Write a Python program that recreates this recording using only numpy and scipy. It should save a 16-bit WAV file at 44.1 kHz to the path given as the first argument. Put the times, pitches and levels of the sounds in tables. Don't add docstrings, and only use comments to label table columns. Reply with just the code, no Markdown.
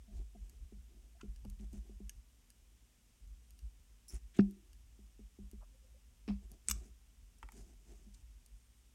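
import sys
import numpy as np
from scipy import signal
from scipy.fft import rfft, irfft
from scipy.io import wavfile
from scipy.ndimage import uniform_filter1d

SR = 44100
rng = np.random.default_rng(int(sys.argv[2]) if len(sys.argv) > 2 else 0)


def unload_wav(signal):
    wavfile.write(
        sys.argv[1],
        SR,
        np.round(np.clip(np.atleast_2d(signal).T, -1, 1) * 32767).astype(np.int16),
    )


N = 394254
TIME = np.arange(N) / SR

# pitch_hz [Hz], level_db [dB]
HUM_TONES = [(60, -72.5), (108, -81.5), (241, -88)]
# frequency_hz [Hz], level_db [dB]
HISS_SPECTRUM = [(100, 1), (240, 2), (330, -4.5), (600, -10.5), (1500, -12.5), (3000, -9), (3700, -11.5),
                 (4200, -14.5), (5500, -9.5), (9200, -10), (10500, -15.5), (11600, -13), (16000, -21)]
# start_s [s], end_s [s]
WHINE_TIMES = [(3.43, 3.68), (8.56, 8.8)]
# frequency_hz [Hz], level_db [dB]
RUMBLE_SPECTRUM = [(20, -31), (32, -13.5), (48, 7), (60, 0.5), (80, -17), (170, -33), (600, -61)]
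# time_s [s], level_db [dB]
UNREST_LEVELS = [(0.0, -59.5), (0.9, -61), (1.77, -54), (2.09, -65.5), (3.09, -71.5), (3.5, -64),
                 (7.45, -63), (8.05, -58), (8.94, -74.5)]
# middle_s [s], length_s [s], level_db [dB]
LEANS_ON_TABLE = [(0.192, 0.2, -40.5), (0.432, 0.12, -45), (0.627, 0.11, -46.5), (1.295, .07, -44.5),
                  (2.175, 0.085, -50), (3.292, 0.26, -50), (3.651, 0.1, -41.5), (4.149, .09, -40.5),
                  (4.248, 0.1, -49.5), (6.464, 0.25, -51.5), (6.755, 0.22, -42.5), (7.452, 0.087, -48.5),
                  (7.606, 0.12, -50), (8.539, 0.098, -51)]
# middle_s [s], length_s [s], rustle_db [dB], hiss_db [dB]
FINGER_RUBS = [(0.17, 0.14, -63.5, -77), (0.476, 0.34, -74, -80.5), (0.99, .25, -74, -92),
               (1.623, 0.079, -64.5, -73), (1.76, 0.11, -63.5, -71), (1.883, 0.13, -71, -78),
               (4.142, 0.098, -62.5, -62), (4.371, 0.063, -61.5, -65.5), (6.439, 0.053, -63, -82),
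               (6.53, 0.11, -66, -79), (6.772, 0.31, -67, -69.5), (7.576, 0.16, -64.5, -69.5),
               (7.694, 0.13, -68.5, -75.5), (7.91, 0.091, -69, -82), (7.96, 0.36, -72, -77),
               (8.18, 0.12, -87, -75.5)]
# frequency_hz [Hz], level_db [dB]
RUSTLE_SPECTRUM = [(90, -12), (205, 5), (285, -3.5), (375, 2.5), (520, -19.5), (680, -7.5), (1100, -33.5),
                   (3000, -26)]
# frequency_hz [Hz], level_db [dB]
SKIN_SPECTRUM = [(1000, -8.5), (2600, -5), (4000, -13.5), (6300, 1), (8500, -2.5), (11000, -11),
                 (16000, -21.5)]
# middle_s [s], length_s [s], level_db [dB], centre_hz [Hz]
DRY_SCUFFS = [(0.175, 0.04, -74, 5400), (1.207, 0.031, -71, 1420), (1.454, 0.016, -58, 580),
              (1.597, .018, -72, 2700), (4.363, 0.056, -65, 2390), (4.3955, 0.006, -38.5, 1200),
              (5.628, 0.047, -67.5, 780), (6.303, 0.048, -59, 694), (6.679, .014, -64, 6500),
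              (7.443, .037, -65.5, 330), (7.59, 0.12, -72, 6800), (8.146, .018, -65.5, 5700)]
# middle_s [s], length_s [s], level_db [dB], pitch_hz [Hz]
SOFT_SQUEAKS = [(0.097, 0.058, -75, 650), (0.357, 0.025, -66, 690), (1.165, .04, -74.5, 690),
                (4.144, .009, -56, 10050), (5.75, 0.038, -75.5, 525), (5.86, .1, -79.5, 525),
                (5.961, 0.047, -73.5, 530), (7.575, 0.08, -68, 400)]
# start_s [s], level_db [dB], t60_s [s]
STEEL_SCRAPES = [(4.082, -51.5, 0.089), (4.087, -58.5, .12), (4.118, -65.5, 0.2), (7.384, -65.5, .03)]
# pitch_hz [Hz], width_hz [Hz], level_db [dB]
STEEL_MODES = [(5380, 160, 3.5), (5820, 270, -1), (7260, 200, -3), (8190, 430, -6.5), (9650, 200, -2),
               (9900, 220, 0), (11050, 290, -4), (15400, 530, -12)]
# start_s [s], level_db [dB], t60_s [s]
LOOSE_BUZZES = [(4.3885, -42.5, 0.046), (4.401, -59, 0.045), (6.2785, -50.5, 0.033), (6.285, -52, 0.16)]
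# frequency_hz [Hz], level_db [dB]
BUZZ_SPECTRUM = [(500, 2), (1000, -0.5), (1400, -9), (2100, -3.5), (2500, 0.5), (3200, -8), (4300, -8.5),
                 (5400, -7), (6000, -21), (8000, -23.5), (15000, -42.5)]
# start_s [s], level_db [dB]
BOUNCES = [(4.4015, -25), (4.408, -22), (6.279, -24)]
# pitch_hz [Hz], width_hz [Hz], level_db [dB]
LOOSE_PART_MODES = [(2500, 110, 1), (5300, 450, -0.5)]
# start_s [s], level_db [dB]
HOLDER_NUDGES = [(1.211, -23), (1.214, -19.5)]
# pitch_hz [Hz], width_hz [Hz], level_db [dB]
GRIPPED_MODES = [(1070, 100, 3.5), (1420, 130, 5.5), (2690, 260, 2), (6500, 2000, -13)]
# start_s [s], level_db [dB]
TOOL_TAPS = [(7.4285, -16), (7.433, -23), (7.488, -19.5), (7.521, -31)]
# pitch_hz [Hz], width_hz [Hz], level_db [dB]
TOOL_MODES = [(860, 130, 2.5), (1300, 150, 3), (1880, 130, 1.5), (2280, 180, -0.5), (2630, 130, -2),
              (3040, 110, -1), (6360, 4000, -20)]
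# start_s [s], level_db [dB], brightness_db [dB]
METAL_TICKS = [(0.4962, -36.5, 4), (1.361, -41, -4), (1.45, -39, -3), (1.4995, -35.5, 3), (1.731, -39.5, 3),
               (2.0947, -22, -0.5), (2.503, -38, 1), (3.275, -51, 5), (3.5066, -40, 3), (3.5906, -39, -3),
               (4.51, -39, 5.5), (4.7314, -39.5, -3), (5.5135, -38.5, 2.5), (6.5165, -34, 3),
               (7.5205, -37, 4), (8.144, -43, 0), (8.4617, -37.5, 3)]
# pitch_hz [Hz], width_hz [Hz], level_db [dB]
HOLDER_MODES = [(1687, 50, 3.5), (2160, 280, -5), (2880, 260, 3), (4410, 550, 6), (4930, 960, 2),
                (5680, 140, 7), (6500, 490, 6), (9430, 1000, 4), (11530, 350, 5), (13400, 860, -1),
                (15400, 1100, -9)]
# start_s [s], level_db [dB], hand_firmness [0-1], upper_lift_db [dB]
TABLE_KNOCKS = [(0.078, -62, 0.7, -6), (0.349, -61, 1, 0), (0.723, -58, 0.7, 1), (1.232, -52, 0.96, 4.5),
                (1.452, -52, 0.5, 3), (1.597, -53, 0.76, -2.5), (1.733, -52, 0.92, 0),
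                (1.895, -58.5, 0.6, 2), (2.003, -54, 0.33, 2.5), (4.3902, -22.5, 0.19, 1),
                (4.99, -65, 0.2, 7.5), (5.192, -59.5, 0.63, 3), (5.388, -54, 0.5, 6), (5.532, -57, 0.46, 3),
                (6.2793, -41, 0.8, 2.5), (6.2934, -39.5, 0.6, 0), (6.688, -53, 0.7, -3),
                (6.856, -63.5, 1, 4), (8.064, -63, 0.65, -4)]
# pitch_hz [Hz], level_db [dB], t60_s [s]
TABLE_MODES = [(117, -8, 0.065), (198.2, 2.5, 0.26), (315, -6.5, 0.034), (342, -35, 0.5),
               (380, -3.5, 0.058), (534, -32, 0.12), (665, -18.5, 0.085), (738, -25.5, 0.18)]
# pitch_hz [Hz], width_hz [Hz], level_db [dB]
CRACK_MODES = [(7760, 960, 4), (8800, 1400, 1), (10000, 900, -3), (1760, 1500, -16)]
# start_s [s], level_db [dB]
JAW_CLASHES = [(6.6856, -15), (6.6925, -19), (6.6982, -8), (6.6999, -13), (6.7016, -12), (6.7112, -3.5),
               (6.713, -6), (6.7148, -6.5)]
# pitch_hz [Hz], width_hz [Hz], level_db [dB]
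JAW_MODES = [(1266, 150, 2.5), (2390, 250, -2.5), (2900, 92, -3), (3530, 110, -3.5), (5360, 470, -0.5),
             (5750, 240, 5), (6380, 280, 3), (6800, 120, 2.5), (7750, 680, 1), (8700, 380, -4),
             (9200, 300, -4), (12000, 410, -1.5), (13600, 1700, -9.5)]

HISS_DB = -73.5
WHINE_HZ, WHINE_DB = 8850, -85.5
UNREST_GAIN_DB, UNREST_SWING_DB, UNREST_PER_S = 3, 6.5, 13
SWAY_LAG_S, SWAY_S, SWAY_DB, SWAY_TOP_DB = 0.05, 0.13, 7.5, -44.5
TICK_T60_S, TAP_T60_S, JAW_T60_S = 0.006, 0.013, 0.002
TICK_PIVOT_HZ = 6500
CONTACT_MS = 0.44
BUILD_S, STIFFEN, RELAX_S = 0.008, 0.073, 0.03
BUMP_S = 0.042
CRACK_S, CRACK_DB = 6.6855, 3
CUTOFF_HZ = 16400


def from_db(db):
    return 10 ** (np.asarray(db) / 20)


def rms_one(x):
    return x / np.sqrt(np.mean(x ** 2) + 1e-20)


def add(track, s, sound):
    start = max(0, round(s * SR))
    track[start:start + len(sound)] += sound[:N - start]


def fade(t60):
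    t = np.arange(int(t60 * SR) + 2) / SR
    return np.exp(-np.log(1000) * t / t60)


def fading_noise(t60):
    envelope = fade(t60)
    return envelope * rng.standard_normal(len(envelope))


def swell(length):
    return np.sqrt(np.hanning(int(length * SR)))


def noise(spectrum):
    hz, db = np.transpose(spectrum)
    f = np.maximum(np.fft.rfftfreq(N, 1 / SR), 1)
    top_rolloff = 1 + (f / (2 * hz[-1])) ** 2
    gain = from_db(np.interp(np.log(f), np.log(hz), db)) / top_rolloff
    return rms_one(irfft(rfft(rng.standard_normal(N)) * gain, N))


def body(force, resonances):
    out = np.zeros(N)
    for k, (hz, width, db) in enumerate(resonances):
        r = np.exp(-np.pi * width / SR)
        poles = [1, -2 * r * np.cos(2 * np.pi * hz / SR), r * r]
        gain = (-1) ** k * from_db(db) * (1 - r * r) / 2
        out += gain * signal.lfilter([1, 0, -1], poles, force + 1e-18)
    return out


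def contacts(rows, t60, grit):
    force = np.zeros(N)
    for s, db in rows:
        push = fading_noise(t60)
        push *= grit / np.linalg.norm(push)
        push[0] = 1
        add(force, s, from_db(db) * push / np.linalg.norm(push))
    return force


def bursts(rows):
    level = np.zeros(N)
    for s, db, t60 in rows:
        add(level, s, from_db(db) * fade(t60))
    return level


def catching(rate_hz, depth_db):
    knots = np.arange(0, TIME[-1] + 1, 1 / rate_hz)
    wander = np.interp(TIME, knots, rng.uniform(-1.1, 1, len(knots)))
    return rms_one(from_db(depth_db * wander))


def background():
    hum = np.zeros(N)
    for hz, db in HUM_TONES:
        hum += np.sqrt(2) * from_db(db) * np.sin(2 * np.pi * (hz * TIME + rng.random()))
    return hum + from_db(HISS_DB) * noise(HISS_SPECTRUM)


def whine(width_hz=60):
    on = sum((TIME > start) & (TIME < end) for start, end in WHINE_TIMES)
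    tone = rms_one(body(rng.standard_normal(N), [(WHINE_HZ, width_hz, 0)]))
    return from_db(WHINE_DB) * on * tone


def rumble(low_hz=31):
    s, db = np.transpose(UNREST_LEVELS)
    unrest = from_db(np.interp(TIME, s, db) + UNREST_GAIN_DB)
    power = (unrest * catching(UNREST_PER_S, UNREST_SWING_DB)) ** 2
    sways = [(s + SWAY_LAG_S, SWAY_S, min(db + SWAY_DB, SWAY_TOP_DB)) for s, db, _, _ in TABLE_KNOCKS]
    for middle, length, db in LEANS_ON_TABLE + sways:
        add(power, middle - length / 2, (from_db(db) * swell(length) ** 2) ** 2)
    sway = noise(RUMBLE_SPECTRUM)
    local_power = uniform_filter1d(sway ** 2, size=3000)
    sway *= np.sqrt(power / (local_power + 1e-9))
    return signal.sosfilt(signal.butter(4, low_hz, "high", fs=SR, output="sos"), sway)


def rubs():
    low, high = np.zeros(N), np.zeros(N)
    for middle, length, low_db, high_db in FINGER_RUBS:
        add(low, middle - length / 2, from_db(low_db) * swell(length))
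        add(high, middle - length / 2, from_db(high_db) * swell(length))
    rustle = low * noise(RUSTLE_SPECTRUM) * catching(rate_hz=50, depth_db=6.5)
    hiss = high * noise(SKIN_SPECTRUM) * catching(rate_hz=330, depth_db=7)
    return rustle + hiss


def scuffs(span=1.55, squeak_span=1.07):
    out = np.zeros(N)
    for rows, ratio in ((DRY_SCUFFS, span), (SOFT_SQUEAKS, squeak_span)):
        for middle, length, db, hz in rows:
            band = signal.butter(3, [hz / ratio, hz * ratio], "band", fs=SR, output="sos")
            envelope = swell(length)
            friction = signal.sosfilt(band, rng.standard_normal(SR))[-len(envelope):]
            add(out, middle - length / 2, from_db(db) * envelope * rms_one(friction))
    return out


def scrapes():
    friction = rng.standard_normal(N) * catching(rate_hz=900, depth_db=8.5)
    return bursts(STEEL_SCRAPES) * rms_one(body(friction, STEEL_MODES))


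def buzzes():
    return bursts(LOOSE_BUZZES) * noise(BUZZ_SPECTRUM) * catching(rate_hz=500, depth_db=4)


def rattles():
    return body(contacts(BOUNCES, JAW_T60_S, grit=0.5), LOOSE_PART_MODES)


def taps():
    tool = body(contacts(TOOL_TAPS, TAP_T60_S, grit=1.1), TOOL_MODES)
    return tool + body(contacts(HOLDER_NUDGES, TAP_T60_S, grit=0.6), GRIPPED_MODES)


def ticks():
    low_rows = [(s, db - bright_db) for s, db, bright_db in METAL_TICKS]
    high_rows = [(s, db + bright_db / 2) for s, db, bright_db in METAL_TICKS]
    low_modes = [mode for mode in HOLDER_MODES if mode[0] < TICK_PIVOT_HZ]
    high_modes = [mode for mode in HOLDER_MODES if mode[0] >= TICK_PIVOT_HZ]
    low = body(contacts(low_rows, TICK_T60_S, grit=0.8), low_modes)
    return low + body(contacts(high_rows, TICK_T60_S, grit=1.6), high_modes)


def table_response(hand, lift_db, spread_db=3, damping=0.4):
    t = TIME[:SR]
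    main_hz = max(TABLE_MODES, key=lambda mode: mode[1])[0]
    pressed_s = RELAX_S * (1 - np.exp(-t / RELAX_S))
    response = np.zeros(SR)
    for hz, mode_db, t60 in TABLE_MODES:
        side = 1 if hz > main_hz else -1
        lift = lift_db if hz > main_hz else 0
        strength = from_db(mode_db + lift + hand * spread_db * rng.standard_normal())
        rise = 1 - np.exp(-t / (BUILD_S * hand + 1e-6)) if hz == main_hz else 1
        decay = np.exp(-np.log(1000) * t * (1 + damping * hand) / t60)
        wave = np.sin(2 * np.pi * hz * (t + STIFFEN * hand * pressed_s))
        response += side * strength * rise * decay * wave
    return response


def knocks(drag=0.88, drag_t60=0.11, low_hz=75):
    out = np.zeros(N)
    age = 1000 * TIME[:SR // 50] / CONTACT_MS
    push = age * np.exp(-age)
    for s, db, hand, lift_db in TABLE_KNOCKS:
        slips = fading_noise(drag_t60)
        slips *= hand * drag / np.linalg.norm(slips)
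        slips[0] = 1
        force = signal.fftconvolve(push, slips)
        bump = signal.fftconvolve(table_response(hand, lift_db), force)
        add(out, s, from_db(db) * bump / np.sqrt(np.mean(bump[:int(BUMP_S * SR)] ** 2)))
    return signal.sosfilt(signal.butter(2, low_hz, "high", fs=SR, output="sos"), out)


def snip():
    crack = body(contacts([(CRACK_S, CRACK_DB)], t60=0.0024, grit=0.59), CRACK_MODES)
    return crack + body(contacts(JAW_CLASHES, JAW_T60_S, grit=1.0), JAW_MODES)


def boom(x, db=-17, t60=0.5, low_hz=305, high_hz=405):
    tail = fading_noise(t60)
    band = signal.butter(2, [low_hz, high_hz], "band", fs=SR, output="sos")
    ring = signal.sosfilt(band, tail / np.linalg.norm(tail))
    return x + from_db(db) * signal.fftconvolve(x, ring)[:N]


def room(x, early_db, early_t60, late_db, late_t60, absorb_hz=9000):
    early, late = fading_noise(early_t60), fading_noise(late_t60)
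    late = signal.sosfilt(signal.butter(2, absorb_hz, fs=SR, output="sos"), late)
    response = np.zeros(N)
    add(response, 0.0015, from_db(early_db) * early / np.linalg.norm(early))
    add(response, 0.008, from_db(late_db) * late / np.linalg.norm(late))
    return x + signal.fftconvolve(x, response[:SR])[:N]


def scene():
    metal = scrapes() + buzzes() + rattles() + taps() + ticks() + snip()
    tools = room(metal, early_db=-10.5, early_t60=0.03, late_db=-21.0, late_t60=0.25)
    table = boom(knocks() + rubs())
    return (background() + whine() + rumble() + scuffs() + table + tools)[None]


def record(dry):
    return signal.sosfilt(signal.ellip(10, 0.1, 80, CUTOFF_HZ, fs=SR, output="sos"), dry)


dry = scene()
out = record(dry)
unload_wav(out)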